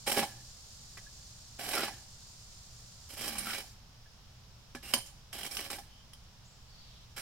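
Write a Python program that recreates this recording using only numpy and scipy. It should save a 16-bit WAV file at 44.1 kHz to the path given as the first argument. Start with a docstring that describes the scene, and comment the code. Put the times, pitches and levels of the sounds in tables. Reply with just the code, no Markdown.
"""A steel shovel scrapes and thuds into clay soil, a few metres away on a summer lawn beside a house.
Each stroke drags the blade through clods and grit, which set it ringing; it catches on stones
and strikes one hard. Ground and wall scatter the sound. Behind it, cicadas hiss in the trees
and stop halfway; faint birds follow, over a low outdoor rumble and the hum of a distant motor."""
import sys
import numpy as np
from scipy import signal
from scipy.fft import rfft, irfft, next_fast_len
from scipy.io import wavfile

SR = 44100
rng = np.random.default_rng(int(sys.argv[2]) if len(sys.argv) > 2 else 0)


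def put_to_file(sound):
    """Save the sound as 16-bit audio at rate SR, in the file named by the first command-line argument."""
    columns = np.atleast_2d(sound).T  # one column per channel
    safe = np.clip(columns, -1, 1)
    whole_steps = np.round(safe * 32767)
    wavfile.write(sys.argv[1], SR, whole_steps.astype(np.int16))


N = 317961
TIME = np.arange(N) / SR
RING_TIME = np.arange(SR // 3) / SR


def from_db(db):
    """Decibels to gain."""
    return 10 ** (np.asarray(db) / 20)


def unit_rms(x):
    """Scale to rms 1."""
    return x / np.sqrt(np.mean(x ** 2) + 1e-20)


def pan(db):
    """Gains of the two ears for a left-minus-right level."""
    return from_db(db * np.array([[.5], [-.5]]))


def at_hz(points, hz):
    """Read a frequency curve on a log axis."""
    corners_hz, values = np.transpose(points)
    return np.interp(np.log(hz + 1e-3), np.log(corners_hz), values)


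def band(x, low_hz, high_hz, order=2):
    """Causal band-pass."""
    sos = signal.butter(order, [low_hz, min(high_hz, .48 * SR)], "band", fs=SR, output="sos")
    return signal.sosfilt(sos, x)


def resonance(x, hz, width_hz):
    """One ringing mode, gain 1 at its peak."""
    return signal.lfilter(*signal.iirpeak(hz, hz / width_hz, fs=SR), x)


def sine(hz):
    """An oscillator that follows a pitch curve."""
    return np.sin(2 * np.pi * np.cumsum(hz) / SR)


def drift(per_s):
    """Smooth random modulation, rms 1."""
    knots = rng.standard_normal(8192)
    return unit_rms(np.interp(TIME * per_s, np.arange(len(knots)), knots))


def grains(per_s, spread_db):
    """Random clicks of very uneven size, rms 1."""
    sizes = from_db(spread_db * np.minimum(rng.exponential(1, N), 4)) * rng.choice([-1, 1], N)
    return unit_rms(sizes * (rng.random(N) < per_s / SR))


def rough_tones(notes):
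    """For each note, a swell of noise feeds one resonance, which then rings out."""
    out = np.zeros(N + len(RING_TIME))
    for start_s, length_s, hz, width_hz, level_db in notes:
        swell = np.sqrt(np.sin(np.pi * np.minimum(RING_TIME / length_s, 1)).clip(0))
        rub = swell * rng.standard_normal(len(RING_TIME))
        tone = resonance(resonance(rub, hz, width_hz), hz, 4 * width_hz)
        at = round(start_s * SR)
        out[at:at + len(tone)] += from_db(level_db) * np.sqrt(length_s * SR) * tone / np.linalg.norm(tone)
    return out[:N]


# how alike the ambience is at the two ears: (frequency [Hz], correlation [0..1])
EAR_LIKENESS = [(50, 1), (250, 0.7), (1000, 0.41), (2500, 0.055), (4500, 0), (16000, 0.11)]
def outdoor_noise(spectrum):
    """Noise from all around, centred in the bass and wide in the treble; the mid has rms 1."""
    size = next_fast_len(N)
    mid, side = rfft(rng.standard_normal((2, size)))
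    hz = np.fft.rfftfreq(size, 1 / SR)
    alike = at_hz(EAR_LIKENESS, hz)
    ears = np.sqrt(1 + alike) * mid + np.sqrt(1 - alike) * side * [[1], [-1]]
    noise = irfft(from_db(at_hz(spectrum, hz)) * ears)[:, :N]
    return noise / np.std(noise.mean(0))


# tone of the outdoor bed: (frequency [Hz], relative density [dB])
AIR_SPECTRUM = [(20, -2.5), (45, -1.5), (70, -2), (115, -4), (160, -9), (220, -14.5), (300, -25),
                (800, -21), (1300, -23.5), (2100, -27.5), (3200, -23), (4300, -24), (5400, -20.5),
                (6500, -29), (8200, -36.5), (16000, -39.5)]
def outdoor_air(level_db=-56.4):
    """A steady bed of low rumble and far insect hiss."""
    return from_db(level_db) * outdoor_noise(AIR_SPECTRUM) * pan(-1)


# partials of the motor: (frequency [Hz], level before trim [dB])
MOTOR_PARTIALS = [(48, -65), (118, -65.5)]
def motor_hum(trim_db=-3, waver_db=3.5, wander_hz=1.497):
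    """A distant motor hums, wavering in level and pitch."""
    hum = sum(from_db(level_db + waver_db * drift(5)) * sine(hz + wander_hz * drift(9.8))
              for hz, level_db in MOTOR_PARTIALS)
    return from_db(trim_db) * np.sqrt(2) * hum * pan(-1)


# tone of the cicada chorus: (frequency [Hz], relative density [dB])
CICADA_SPECTRUM = [(2500, -23), (3500, -12), (4400, -4.5), (5500, -4), (6300, -6), (7200, -3.5),
                   (8200, -12.5), (9300, -11), (10500, -27), (11800, -16.5), (13000, -28), (16000, -24.5)]
def cicadas(start_db=-56.5, far_db=-75, sag_db_per_s=0.8, stop_s=3.7, stop_db_per_s=179, pulse_hz=49):
    """Cicadas hiss with a faint fast pulse, tire slowly, then stop; a few go on far away."""
    pulse = 1 + 0.088 * sine(pulse_hz + 2 * drift(5.15))
    chorus_db = start_db - sag_db_per_s * TIME - stop_db_per_s * np.maximum(TIME - stop_s, 0)
    shimmer_db = 0.7 * drift(36.4)
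    level = from_db(np.maximum(chorus_db, far_db) + shimmer_db)
    return level * pulse * outdoor_noise(CICADA_SPECTRUM) * pan(-1)


# distant calls: (time [s], length [s], pitch [Hz], bandwidth [Hz], level [dB])
FAR_BIRD_CALLS = [(5.88, 0.17, 3100, 250, -66.5), (6.67, .25, 4520, 120, -63), (6.72, 0.4, 3720, 1260, -64)]
def far_birds():
    """Calls blurred by the trees reach each ear differently."""
    return np.array([rough_tones(FAR_BIRD_CALLS) for _ in range(2)])


def small_bird(start_s=6.438, from_hz=5400, to_hz=7250, glide_s=.012, rasp_hz=420,
               level_db=-61, attack_s=.016, fade_db_per_s=61):
    """A thin lisp slurs up to a held, buzzy pitch and fades."""
    since = np.maximum(TIME - start_s, 0)
    pitch = to_hz + (from_hz - to_hz) * np.exp(-since / glide_s) + rasp_hz * drift(900)
    envelope = np.minimum(since / attack_s, 1) * from_db(level_db - fade_db_per_s * since)
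    return envelope * sine(pitch)


# shaft and blade modes, damped by the soil: (frequency [Hz], bandwidth [Hz], relative level [dB])
SHOVEL_MODES = [(227.5, 28, 2), (313, 12, 2.5), (390, 64, -3.5), (557.3, 12.7, 6), (631, 27, -8.5),
                (720, 47, -3.5), (806, 39, 7.5), (1135, 170, 1.5), (1370, 28, -3), (1555, 110, -1.5),
                (1700, 18, 6.5), (2000, 22, -2), (2260, 180, 0.5), (2470, 140, -5), (2860, 29, -2),
                (3100, 170, 6), (4150, 680, -1.5), (5200, 590, -1.5), (5710, 750, -2.5), (7430, 660, -1.5),
                (9280, 850, 4), (11480, 190, 3), (13300, 690, -9)]
# scatter off ground and wall: (frequency [Hz], level against the direct sound [dB])
WALL_SCATTER = [(150, -18), (800, -16), (1500, -13), (3200, -4), (4500, 2), (16000, 4)]
# the shovel's place in the stereo image: (frequency [Hz], left minus right [dB])
SHOVEL_PAN = [(200, -2.5), (700, -3.5), (1500, 2), (2500, -4.5), (3400, 6), (5000, -9.5), (6500, -5.5),
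              (10000, -9), (13000, -3.5), (16000, -5)]
# phase between the ears: (frequency [Hz], left lead [rad])
SHOVEL_PHASE = [(400, 0.46), (1500, 0.43), (3000, -1.4), (4000, -1.5), (11000, 0.1), (14000, -7.7)]
def shovel_response(click_db=-13, near_t60_s=.06, far_t60_s=.36, far_db=-10):
    """One grain on the blade at both ears: a click, the modes, then scatter from ground and wall."""
    size = len(RING_TIME)
    ring = from_db(click_db) * (RING_TIME == 0)
    for hz, width_hz, level_db in SHOVEL_MODES:
        decay = np.pi * width_hz
        mode = np.exp(-decay * RING_TIME) * np.cos(2 * np.pi * hz * RING_TIME)
        ring += from_db(level_db) * 2 * decay / SR * mode
    ring = np.roll(ring, 24)   # a short delay leaves room for one ear to lead
    bins_hz = np.fft.rfftfreq(size, 1 / SR)
    tail = from_db(-60 * RING_TIME / near_t60_s) + from_db(far_db - 60 * RING_TIME / far_t60_s)
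    scatter_gain = from_db(at_hz(WALL_SCATTER, bins_hz))
    wash = irfft(rfft(rng.standard_normal((2, size))) * scatter_gain, size)
    scatter = wash * tail / np.linalg.norm(tail)
    paths = (1 + rfft(scatter)) / np.hypot(1, scatter_gain)
    ear_gain = pan(at_hz(SHOVEL_PAN, bins_hz))
    ear_phase = np.exp(1j * at_hz(SHOVEL_PHASE, bins_hz) * [[.5], [-.5]])
    fade_out = np.minimum(10 * (1 - RING_TIME / RING_TIME[-1]), 1) ** 2
    return fade_out * irfft(rfft(ring) * paths * ear_gain * ear_phase, size)


def play_through(force, response):
    """Drive a response, scaled so that its mid has unit energy."""
    response = response / np.linalg.norm(response.mean(0))
    return signal.oaconvolve(np.atleast_2d(force), response, axes=1)[:, :N]


def widen(mid, side, above_hz=3500, side_db=-2):
    """Grains land all over the blade, so its treble differs between the ears."""
    return mid + from_db(side_db) * band(side, above_hz, SR) * [[1], [-1]]


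# light rings of the steel: (time [s], level [dB])
BLADE_PINGS = [(1.062, -53), (4.055, -60), (4.765, -49)]
def blade_pings(length_s=.0064, hz=1696, width_hz=32):
    """The free blade pings in one narrow mode."""
    return rough_tones([(start_s, length_s, hz, width_hz, db) for start_s, db in BLADE_PINGS])


# shovel modes under load: (frequency [Hz], bandwidth [Hz], level against the load [dB])
RUBBED_MODES = [(215, 125, -15), (799, 120, -10.5), (1710, 90, -15.5)]
def loaded_ring(load, waver_db=4, ring_out_db_per_s=130):
    """The earth's weight rubs a few modes unevenly; they ring on when the blade comes free."""
    fall_db = ring_out_db_per_s * TIME
    held_db = np.maximum.accumulate(20 * np.log10(load + 1e-9) + fall_db) - fall_db
    out = np.zeros(N)
    for hz, width_hz, level_db in RUBBED_MODES:
        ring = resonance(resonance(rng.standard_normal(N), hz, 4 * width_hz), hz, width_hz)
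        out += from_db(held_db + level_db) * unit_rms(ring * from_db(waver_db * drift(22)))
    return out


def push_force(length_s, level_db, swell_db, bite_s=.009, stop_db_per_s=515,
               trickle_db=-15, trickle_db_per_s=113):
    """One push bites, swells or eases, and stops quickly; loose crumbs trickle on."""
    since = np.arange(SR) / SR
    after = np.maximum(since - length_s, 0)
    attack = np.minimum(since / bite_s, 1)
    body = from_db(level_db + swell_db * np.minimum(since / length_s, 1))
    release = np.maximum(from_db(-stop_db_per_s * after), from_db(trickle_db - trickle_db_per_s * after))
    return attack * body * release


# pushes through the soil: (time [s], length [s], force [dB], swell over the push [dB],
# clod offset [dB], grit offset [dB], singing mode [Hz])
BLADE_PUSHES = [(0.062, 0.11, -38.5, -2.5, -0.5, 3.5, 804), (0.16, 0.034, -34, -4, 3.5, 0.5, 400),
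                (0.206, 0.027, -41, 0, -2, -9, 2470), (1.584, 0.14, -50, 9.5, -3, 1, 730),
                (1.732, 0.12, -36.5, 0, -1.5, -5, 1370), (1.863, 0.043, -51, -6, -8, -8, 1710),
                (3.086, 0.072, -54.5, -6.5, 0, 7, 3100), (3.161, 0.12, -49.5, 7.5, -4, 3, 3100),
                (3.279, 0.25, -45.5, -4.5, -6.5, 0, 213), (3.45, 0.089, -40, -1, -10.5, -1, 1370),
                (3.532, 0.072, -44, -3.5, -3, -1, 2260), (4.825, 0.11, -50.5, -0.5, -6.5, 3, 2860),
                (4.931, 0.052, -39.5, -9.5, -4, -21, 1005), (5.324, 0.14, -48, 1, -2.5, 1, 3140),
                (5.502, 0.053, -47, -6.5, -6, 6.5, 2330), (5.574, 0.094, -47, -4, -4.5, 0, 3070),
                (5.697, 0.054, -48, 0, -0.5, 0.5, 2360), (7.16, 0.094, -47, -7, -5.5, 4, 1370)]
def soil_forces():
    """The pushes add in power to three envelopes: the force on clods, sand and grit."""
    power = np.zeros((3, N + SR))
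    for start_s, length_s, level_db, swell_db, clods_db, grit_db, _ in BLADE_PUSHES:
        shares = from_db([[clods_db], [0], [grit_db]])
        at = round(start_s * SR)
        power[:, at:at + SR] += (shares * push_force(length_s, level_db, swell_db)) ** 2
    return np.sqrt(power[:, :N])


def blade_singing(offset_db=-6, q=12):
    """Friction makes one mode sing in each push."""
    return rough_tones([(start_s, length_s, hz, hz / q, level_db + swell_db / 2 + offset_db)
                        for start_s, length_s, level_db, swell_db, _, _, hz in BLADE_PUSHES])


def soil_scrape(response, clod_force, sand_force, grit_force, judder_db=3):
    """Clods pop, sand rasps and grit ticks, juddering as the blade sticks and slips; pebbles crack."""
    judder = unit_rms(from_db(judder_db * drift(170)))
    sand = sand_force * judder * widen(grains(3600, 3.5), grains(3600, 3.5))
    grit = grit_force * judder * widen(grains(5000, 4.5), grains(5000, 4.5))
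    pebbles = np.sqrt(sand_force * grit_force) * grains(per_s=70, spread_db=3.4)
    clods = clod_force * judder * grains(1200, 3.5)
    return (from_db(-1.5) * play_through(clods, band(response, 202, 775, order=3))
            + from_db(-1) * play_through(sand, band(response, 1300, 3850))
            + from_db(-4) * play_through(grit, band(response, 3500, 21000))
            + from_db(-6) * play_through(pebbles, response))


def blow(response, start_s, level_db, length_s, mode_hz, boost_db, low_hz, high_hz, q=12):
    """A blow crushes a quick run of grains; the spot it lands on favours one mode."""
    body = band(response, low_hz, high_hz, order=1)
    body = body + from_db(boost_db) * resonance(body, mode_hz, mode_hz / q)
    envelope = (1 - np.exp(-RING_TIME / .0005)) * np.exp(-RING_TIME / length_s)
    crush = widen(*rng.standard_normal((2, len(RING_TIME))))
    hit = signal.fftconvolve(crush * envelope, body, axes=1)
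    hit *= from_db(level_db) * np.sqrt(length_s * SR) / np.linalg.norm(hit.mean(0))
    return np.pad(hit, ((0, 0), (round(start_s * SR), N)))[:, :N]


# hits on earth: (time [s], level [dB], brightness [Hz], favoured mode [Hz])
EARTH_THUDS = [(0.073, -34, 3900, 840), (0.172, -28, 910, 395), (0.227, -31.5, 3450, 763),
               (0.971, -46.5, 2200, 1940), (1.591, -53, 3000, 790), (1.737, -36.5, 3000, 750),
               (1.878, -37.5, 2000, 854), (3.353, -43.5, 2000, 830), (4.748, -39.5, 1500, 245),
               (4.936, -36, 990, 248), (5.784, -43, 4960, 730), (7.176, -43, 5000, 1700)]
def earth_thuds(response, length_s=.0099):
    """The blade meets packed earth with a dull knock."""
    return sum(blow(response, start_s, db, length_s, mode_hz, boost_db=13.5, low_hz=166, high_hz=top_hz)
               for start_s, db, top_hz, mode_hz in EARTH_THUDS)


# hits on stone: (time [s], level [dB], crunch decay [s], favoured mode [Hz])
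STONE_STRIKES = [(4.9365, -17, .0025, 2980), (4.979, -38, .004, 9400), (5.058, -54, .025, 6800),
                 (5.701, -37, .006, 1700), (3.381, -33, .009, 9400), (5.328, -39, .004, 3000),
                 (5.431, -36, .002, 3100), (5.462, -38, .005, 3200), (5.512, -42.5, .006, 5200),
                 (5.568, -31, .003, 2900), (6.133, -45.5, .002, 3200)]
def stone_strikes(response):
    """The edge catches a stone with a short, bright crunch."""
    return sum(blow(response, start_s, db, length_s, mode_hz, boost_db=10.5, low_hz=450, high_hz=11500)
               for start_s, db, length_s, mode_hz in STONE_STRIKES)


def scene():
    """The shovel up front, the summer lawn behind."""
    response = shovel_response()
    clod_force, sand_force, grit_force = soil_forces()
    scrape = soil_scrape(response, clod_force, sand_force, grit_force)
    hits = earth_thuds(response) + stone_strikes(response)
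    ringing = (blade_singing() + blade_pings() + loaded_ring(clod_force)) * pan(-2)
    lawn = cicadas() + small_bird() + far_birds() + motor_hum() + outdoor_air()
    return scrape + hits + ringing + lawn


def record(dry):
    """A steep low-pass cuts the very top."""
    cutoff_hz = 15900
    return signal.sosfilt(signal.ellip(12, .1, 80, cutoff_hz, fs=SR, output="sos"), dry)


dry = scene()
out = record(dry)
put_to_file(out)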